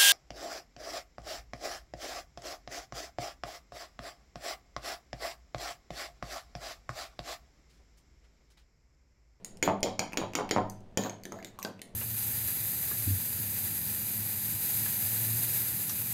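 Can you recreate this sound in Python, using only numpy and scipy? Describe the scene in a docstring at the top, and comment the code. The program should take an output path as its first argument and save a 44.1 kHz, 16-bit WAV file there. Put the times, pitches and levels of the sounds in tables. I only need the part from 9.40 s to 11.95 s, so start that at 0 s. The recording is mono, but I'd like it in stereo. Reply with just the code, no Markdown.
"""A kitchen's quiet rush and rumble lie under everything; first the tines of a steel fork lightly touch a small bowl.
From 0.23 s full strokes through egg come about six a second; after a gap one more lands at 1.57 s, then gentler touches.
Strokes and touches excite damped glass modes, the touches add a short steel ring, and drags stick and slip.
After most strokes the lifted egg falls back with a low wet slap: soft lumps, a pocket of air and sloshing noise.
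Bubbles ring and froth crackles between the strokes; a small hard-walled kitchen answers with a tail and standing waves."""
import sys
import numpy as np
from scipy import signal
from scipy.fft import rfft, irfft, next_fast_len
from scipy.io import wavfile

SR = 44100
rng = np.random.default_rng(int(sys.argv[2]) if len(sys.argv) > 2 else 0)


def pcm_store(signal):
    """Save signal as 16-bit PCM."""
    levels = np.round(np.clip(np.atleast_2d(signal), -1, 1) * 32767)
    wavfile.write(sys.argv[1], SR, levels.astype(np.int16).T)


N = 112454
T = np.arange(SR // 4) / SR  # time axis of one short event, s
BOWL_LOW_HZ = 332  # the small bowl radiates no bass
CONTACT_S = 0.00013  # time constant of the onset as steel meets glass


def amp(db):
    """Level definition: decibels to amplitude gain."""
    return 10 ** (np.asarray(db) / 20)


def along(points, hz):
    """Logarithmic frequency scale: interpolates (Hz, value) points on it."""
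    f, v = np.transpose(points)
    return np.interp(np.log(hz + 1), np.log(f + 1), v)


def shaped(x, gain_db):
    """Minimum-phase filtering: folding the cepstrum makes a gain in dB over frequency causal."""
    m = 2 * next_fast_len(x.shape[-1])
    hz = np.fft.rfftfreq(m, 1 / SR)
    cepstrum = irfft(np.log(amp(gain_db(hz))), m)
    cepstrum[1:m // 2] *= 2
    cepstrum[m // 2 + 1:] = 0
    response = np.exp(rfft(cepstrum))
    return irfft(rfft(x, m) * response, m)[..., :x.shape[-1]]


def low_cut(hz, edge_hz):
    """First-order high-pass: gain in dB falling 6 dB per octave below the edge."""
    return 10 * np.log10((hz ** 2 + 1) / (hz ** 2 + edge_hz ** 2))


def tilted(x, slope_db):
    """Contact stiffness: harder contact is brighter, as a slope in dB per octave about 4 kHz."""
    return shaped(x, lambda hz: slope_db * np.log2(np.maximum(hz, 800) / 4000))


def fade(t, t60):
    """Exponential decay: falls 60 dB in t60."""
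    return np.exp(-np.log(1000) * t / t60)


def ring(hz, t60, t=T):
    """Damped resonance: a sine that dies exponentially."""
    return np.sin(2 * np.pi * hz * t) * fade(t, t60)


def burst(t60):
    """Decaying noise: a puff whose energy is that of its envelope at every draw."""
    decay = fade(T, t60)
    puff = rng.standard_normal(len(T)) * decay
    return puff * np.linalg.norm(decay) / np.linalg.norm(puff)


# Likeness of a diffuse field at the two microphones. Each row: frequency in Hz, left-right likeness from 0 to 1.
FIELD_LIKENESS = [(120, 0.94), (300, 0.76), (700, 0.15), (1500, 0.035), (10000, .05)]


def diffuse(size):
    """Diffuse-field coherence: stereo noise alike in the bass, as frequencies, times and short-time spectra."""
    hz, t, (a, b) = signal.stft(rng.standard_normal((2, size)), SR, nperseg=512)
    likeness = np.clip(along(FIELD_LIKENESS, hz), 0, 1)
    angle = np.arccos(likeness)[:, None] / 2
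    common, apart = np.cos(angle) * a, np.sin(angle) * b
    return hz[:, None], t, np.array([common + apart, common - apart])


def rush(spectrum):
    """Stationary noise: a steady stereo hiss of the given spectrum, scaled to rms 1."""
    field = signal.istft(diffuse(N)[2], nperseg=512)[1][:, :N]
    air = shaped(field, lambda hz: along(spectrum, hz))
    return air / air.std()


# Spectrum of the quiet rush. Each row: frequency in Hz, relative level in dB.
RUSH_SPECTRUM = [(25, -17), (60, -17.5), (110, -4), (150, -11.5), (195, 0), (260, -13), (400, -8),
                 (700, -13), (1200, -25), (3000, -31), (7000, -39.5), (16000, -57)]
# Spectrum of the low rumble. Each row: frequency in Hz, relative level in dB.
RUMBLE_SPECTRUM = [(25, 7), (45, -11), (65, -0.5), (110, -6.5), (250, -11.5), (1000, -69), (16000, -100)]
# Swell of the low rumble. Each row: time in seconds, level in dB.
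RUMBLE_SWELL = [(0.0, -61), (0.43, -48), (0.5, -57.5), (1.55, -51.5), (1.58, -73), (1.78, -62.5),
                (2.21, -60.5), (2.26, -86), (2.55, -57)]


def floor(rush_db=-56.5):
    """Background noise: the steady rush of the kitchen over a rumble that swells and sinks."""
    rumble_db = np.interp(np.arange(N) / SR, *np.transpose(RUMBLE_SWELL))
    return amp(rush_db) * rush(RUSH_SPECTRUM) + amp(rumble_db) * rush(RUMBLE_SPECTRUM)


# Reverberation time of the kitchen. Each row: frequency in Hz, time to fall 60 dB in seconds.
REVERBERATION_TIME = [(100, 0.72), (300, 0.28), (800, 0.29), (2000, 0.37), (4800, 0.33), (7000, 0.26),
                      (13000, 0.18)]
# Strength of the diffuse tail. Each row: frequency in Hz, gain in dB.
TAIL_GAIN = [(60, -38), (200, 5), (800, 7), (1500, -1), (2500, -9), (5000, -10.5), (7000, -4),
             (13000, -5.5)]
# Standing waves of the room. 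Each row: frequency in Hz, level in dB, time to fall 60 dB in seconds.
STANDING_WAVES = [(106, -54, .8), (157, -61, .7), (196, -56, .75), (229, -59, .7), (293, -62, .6),
                  (352, -58, .65), (435, -61, .55), (560, -58, .55), (632, -58, .55), (752, -58, .5),
                  (892, -56, .5), (992, -56, .5)]


def room(build_s=0.0066):
    """Reverberation: a diffuse tail that decays at each frequency's own rate, plus standing waves."""
    hz, t, noise = diffuse(SR * 3 // 4)
    t60 = along(REVERBERATION_TIME, hz)
    even_energy = np.sqrt(2 * np.log(1000) / (SR * t60))  # offsets the energy of a longer decay
    spectra = noise * fade(t, t60) * amp(along(TAIL_GAIN, hz)) * even_energy
    tail = signal.istft(spectra, nperseg=512)[1]
    t = np.arange(tail.shape[1]) / SR
    waves = sum(amp(db) * ring(f, life, t) for f, db, life in STANDING_WAVES)
    return (tail + waves) * (1 - np.exp(-t / build_s))


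def near(count=8, span_s=.009, level_db=-18.5):
    """Early reflections: weak echoes from the table and the hands, different at each microphone."""
    taps = np.zeros((2, SR // 20))
    for side in taps:
        delays = span_s * (np.arange(count) + 1 + rng.random(count)) / count
        side[(delays * SR).astype(int)] = amp(level_db) * rng.choice([-1, 1], count)
    return taps


def add(out, s, sound, wet_db, pan_db=0, lag_s=.000136):
    """Convolution with a path: direct sound, first at the right microphone, then its echoes."""
    path, early = amp(wet_db) * room(), near()
    path[:, :early.shape[1]] += early
    path[0, round(lag_s * SR)] += amp(pan_db / 2)
    path[1, 0] += amp(-pan_db / 2)
    both = signal.fftconvolve(sound[None], path, axes=1)
    rest = out[:, round(s * SR):]
    rest[:, :both.shape[1]] += both[:, :rest.shape[1]]


# Single bubbles. Each row: start in seconds, level in dB, pitch in Hz, time to fall 60 dB in cycles.
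BUBBLES = [(0.7229, -29.5, 2450, 19), (.733, -22, 2520, 30), (.742, -32.5, 930, 25),
           (0.9354, -24, 2630, 18), (1.092, -20, 2930, 7.1), (1.662, -29.5, 1550, 24),
           (1.854, -33.5, 1754, 39), (1.9209, -37, 1296, 36), (1.96, -40.5, 653, 60),
           (1.9887, -34, 1670, 18), (2.002, -41, 2120, 33), (2.015, -47.5, 724, 40),
           (2.1888, -30.5, 1087, 34), (2.2216, -34, 2650, 24), (2.251, -30.5, 1540, 58),
           (2.393, -38, 2660, 39)]
# Spectrum of a small click, of tines or of a bubble's snap. Each row: frequency in Hz, gain in dB.
TICK_SPECTRUM = [(200, 28.5), (1200, -9), (2000, 11), (4500, 8), (7000, 0.5), (10500, -4.5), (14000, -8),
                 (16500, -31)]
BUBBLE_WET_DB = -2


def pops(snap_db=-8, snap_t60=0.0033, rise=0.035):
    """Bubble resonance: each bubble snaps, then rings at a rising pitch."""
    out = np.zeros((2, N))
    for s, db, hz, cycles in BUBBLES:
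        snap = amp(snap_db) * shaped(burst(snap_t60), lambda f: along(TICK_SPECTRUM, f))
        life = cycles / hz
        # half the rise in mean pitch gives the whole rise in momentary pitch
        bubble = ring(hz * (1 + rise * np.minimum(T / life, 1) / 2), life)
        add(out, s, amp(db) * shaped(bubble + snap, lambda f: low_cut(f, BOWL_LOW_HZ)), BUBBLE_WET_DB)
    return out


def froth(per_s=68, middle_hz=3380, octaves=3, cycles=2.6, base_db=-54, spread_db=4):
    """Superposed bubble resonances: many tiny ones crackle in the 0.3 s after each slap."""
    out, crackle = np.zeros((2, N)), np.zeros(N + len(T))
    for u, pitch, size in rng.random((int(per_s * N / SR), 3)):
        hz = middle_hz * 2 ** (octaves * (pitch - .5))
        slap, wait = divmod(u * len(SLAP_EVENTS), 1)
        start = SLAP_EVENTS[int(slap)][0] + 0.3 * wait
        level = amp(base_db - spread_db * np.log(size + .02))
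        crackle[int(start * SR):][:len(T)] += level * ring(hz, cycles / hz)
    add(out, 0, crackle[:N], BUBBLE_WET_DB)
    return out


# Egg falling back into the bowl. Each row: start in seconds, level in dB, pitch of the trapped air in Hz,
# bass lift in dB.
SLAP_EVENTS = [(.2772, -12, 910, 1), (0.4608, -24, 570, -0.5), (.618, -32, 507, -6), (.8162, -22.5, 734, 4),
               (.9878, -17, 730, -4.5), (1.1631, -12, 970, 1), (1.65, -26.5, 543, 1),
               (1.9211, -35, 666, 14), (2.2494, -31, 1540, 0.5)]
# Spectrum of the wet impact. Each row: frequency in Hz, gain in dB.
PLOP_SPECTRUM = [(50, -26.5), (100, 4.5), (250, 2), (600, 3.5), (1050, 5), (1400, -5), (2300, -10),
                 (3500, -14), (8000, -41), (16000, -62)]


def slaps(count=3, gap_s=0.0098, loss_db=1, wet_db=-3):
    """Liquid impact: egg lands in a few soft lumps, traps a resonant pocket of air and sloshes."""
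    lump_db, cavity_db, cavity_cycles = 15, -5, 8
    slosh_db, slosh_t60 = -5, 0.088
    out = np.zeros((2, N))
    for s, db, cavity_hz, bass_db in SLAP_EVENTS:
        push = amp(slosh_db) * burst(slosh_t60)
        for k in range(count):
            landing_s = k * gap_s * rng.uniform(.9, 1.1)
            push[int(landing_s * SR)] -= 2 * amp(lump_db - k * loss_db)
        cavity = amp(cavity_db) * ring(cavity_hz, cavity_cycles / cavity_hz)
        plop = shaped(push, lambda hz: along(PLOP_SPECTRUM, hz)) - cavity
        slap = shaped(plop, lambda hz: bass_db / (1 + (hz / 300) ** 2) + 2 * low_cut(hz, 68))
        add(out, s, amp(db) * slap, wet_db)
    return out


# The fork dragged along the glass. Each row: start in seconds, length in seconds, level in dB.
DRAGS = [(.232, 0.036, -37.5), (0.431, 0.021, -44), (1.581, 0.097, -42.5), (1.966, 0.047, -61),
         (2.044, 0.053, -55), (2.191, 0.037, -58), (2.249, 0.038, -52)]
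# Spectrum of the dragging. Each row: frequency in Hz, relative level in dB.
DRAG_SPECTRUM = [(300, -34), (1200, 1), (1700, 0), (4000, 22), (6000, -5.5), (6750, 19), (7500, 4.5),
                 (10000, -28), (11500, -5), (14500, 4.5), (16500, -12)]


def scrapes(slips_per_s=900, wet_db=-3, spread=0.37):
    """Stick-slip friction: the tines release on the glass in little grains of uneven size."""
    out = np.zeros((2, N))
    for s, length, db in DRAGS:
        slipping = rng.random(len(T)) < slips_per_s / SR
        sizes = rng.choice([-1, 1], len(T)) * np.exp(spread * rng.standard_normal(len(T)))
        grit = shaped(slipping * sizes, lambda hz: along(DRAG_SPECTRUM, hz))
        window = 1 / (1 + (T / length) ** 10)
        add(out, s, amp(db) * grit / grit.std() * window, wet_db, -1)
    return out


# Light touches of the tines. Each row: start in seconds, level in dB, brightness in dB per octave,
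# tine pitch in Hz, tine ring in dB, left over right in dB.
TINE_TOUCHES = [(0.0466, -29.5, 5.5, 6700, 1.5, -1), (0.1712, -46, 2, 8800, -5, 12),
                (0.406, -55.5, 0, 9400, 4, -24), (1.2987, -38, 7.5, 6140, 3, -3.5),
                (1.6366, -30.5, -5, 6600, 3.5, -4), (1.6963, -30, -3.5, 6490, 1, 0),
                (1.8357, -37.5, 3.5, 4620, 2, -2.5), (1.8537, -29.5, 0.5, 6200, -3, -5.5),
                (1.9217, -34.5, 1, 6490, 0, -2), (2.0267, -36.5, -3, 4750, -4, -3),
                (2.0465, -29.5, 1, 3620, 1, -8.5), (2.1892, -40, 7, 8200, -17, -6),
                (2.197, -45, 5, 8100, -1, -10), (2.2281, -27, 5.5, 6060, 0, -4),
                (2.2488, -28.5, 0, 4700, 3, 12), (2.3942, -52, -3, 5000, -11, -12),
                (2.417, -30, 1.5, 9420, -2.5, -6.5)]
# Modes of the bowl above its lowest. Each row: frequency in Hz, relative level in dB,
# time to fall 60 dB in seconds.
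GLASS_MODES = [(2490, -12, 0.0125), (3110, -8, 0.021), (3357, -6.5, .011), (4520, -13.5, 0.022),
               (4780, -13, 0.012), (5780, -24, 0.0073), (6740, -16.5, .04), (7105, -16.5, .022),
               (6830, -26, .11), (8950, -23, 0.032), (11200, -22.5, .015), (14200, -22, .012)]


def touches(tick_db=-0.5, tick_t60=0.0089, tine_t60=0.012, glass_db=-9, thin_hz=500, wet_db=2):
    """Light impact: grazing tines give a tick, a short steel ring and a little of the glass modes."""
    out = np.zeros((2, N))
    for s, db, bright, tine_hz, tine_db, pan in TINE_TOUCHES:
        tick = amp(tick_db) * shaped(burst(tick_t60), lambda hz: along(TICK_SPECTRUM, hz))
        glass = sum(amp(glass_db + level) * rng.standard_normal() * ring(hz, t60)
                    for hz, level, t60 in GLASS_MODES)
        steel = amp(tine_db) * ring(tine_hz, tine_t60)
        click = (tilted(tick + glass, bright) + steel) * (1 - np.exp(-T / CONTACT_S))
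        add(out, s, amp(db) * shaped(click, lambda hz: 2 * low_cut(hz, thin_hz)), wet_db, pan)
    return out


# Full strokes on the bowl's wall. Each row: start in seconds, level in dB, brightness in dB per octave,
# pitch of the lowest mode in Hz, left over right in dB.
STROKES = [(.2266, -11, 0, 2160, 1), (.4299, -12, 0, 2190, 0), (.5931, -14, .5, 2170, -1),
           (.7727, -14, 0, 2220, -2), (.9522, -13.5, 0, 2180, -1), (1.1105, -12.5, 0, 2160, -2),
           (1.5733, -12, .5, 1770, -1)]
# Spectrum of the crack at contact. Each row: frequency in Hz, gain in dB.
CRACK_SPECTRUM = [(200, 18), (1200, 2.5), (2200, 8), (5500, 9), (7500, -6), (10000, -16), (12000, -16),
                  (14500, -12.5), (16500, -26.5)]


def strikes(lowest_db=-4, lowest_t60=0.014, crack_db=-4, crack_t60=.014, wet_db=1):
    """Modal impact: the fork cracks on the wall and excites glass modes that the liquid damps quickly."""
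    out = np.zeros((2, N))
    for s, db, bright, lowest_hz, pan in STROKES:
        modes = [(lowest_hz, lowest_db, lowest_t60)] + GLASS_MODES
        glass = np.zeros(len(T))
        for k, (hz, level, t60) in enumerate(modes):
            sign = -(-1) ** k  # neighbouring modes start in opposite directions
            strength = amp(level + rng.normal(0, 1))
            glass += sign * strength * ring(hz * rng.normal(1, .003), t60)
        crack = amp(crack_db) * shaped(burst(crack_t60), lambda hz: along(CRACK_SPECTRUM, hz))
        contact = (glass + crack) * (1 - np.exp(-T / CONTACT_S))
        clink = shaped(contact, lambda hz: low_cut(hz, BOWL_LOW_HZ))
        add(out, s, amp(db) * tilted(clink, bright), wet_db, pan)
    return out


def scene():
    """Superposition: background, bubbles, egg, fork and glass add linearly."""
    return floor() + pops() + froth() + slaps() + scrapes() + touches() + strikes()


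# Difference between the microphones. Each row: frequency in Hz, right over left in dB.
RIGHT_OVER_LEFT = [(100, -1.5), (700, -2), (2000, 1), (4500, .5), (5500, -2), (7000, 0), (11000, -2),
                   (13500, 14.5), (16000, -5)]


def record(dry, top_hz=16600):
    """Microphone response: the pair differs in tone, and a steep band limit removes the top."""
    pair = np.array([shaped(x, lambda hz: side * along(RIGHT_OVER_LEFT, hz) / 2)
                     for x, side in zip(dry, (-1, 1))])
    m = next_fast_len(N + SR // 2)
    band = 1 / (1 + (np.fft.rfftfreq(m, 1 / SR) / top_hz) ** 120)
    return irfft(rfft(pair, m) * band, m)[:, :N]


dry = scene()
out = record(dry)
pcm_store(out)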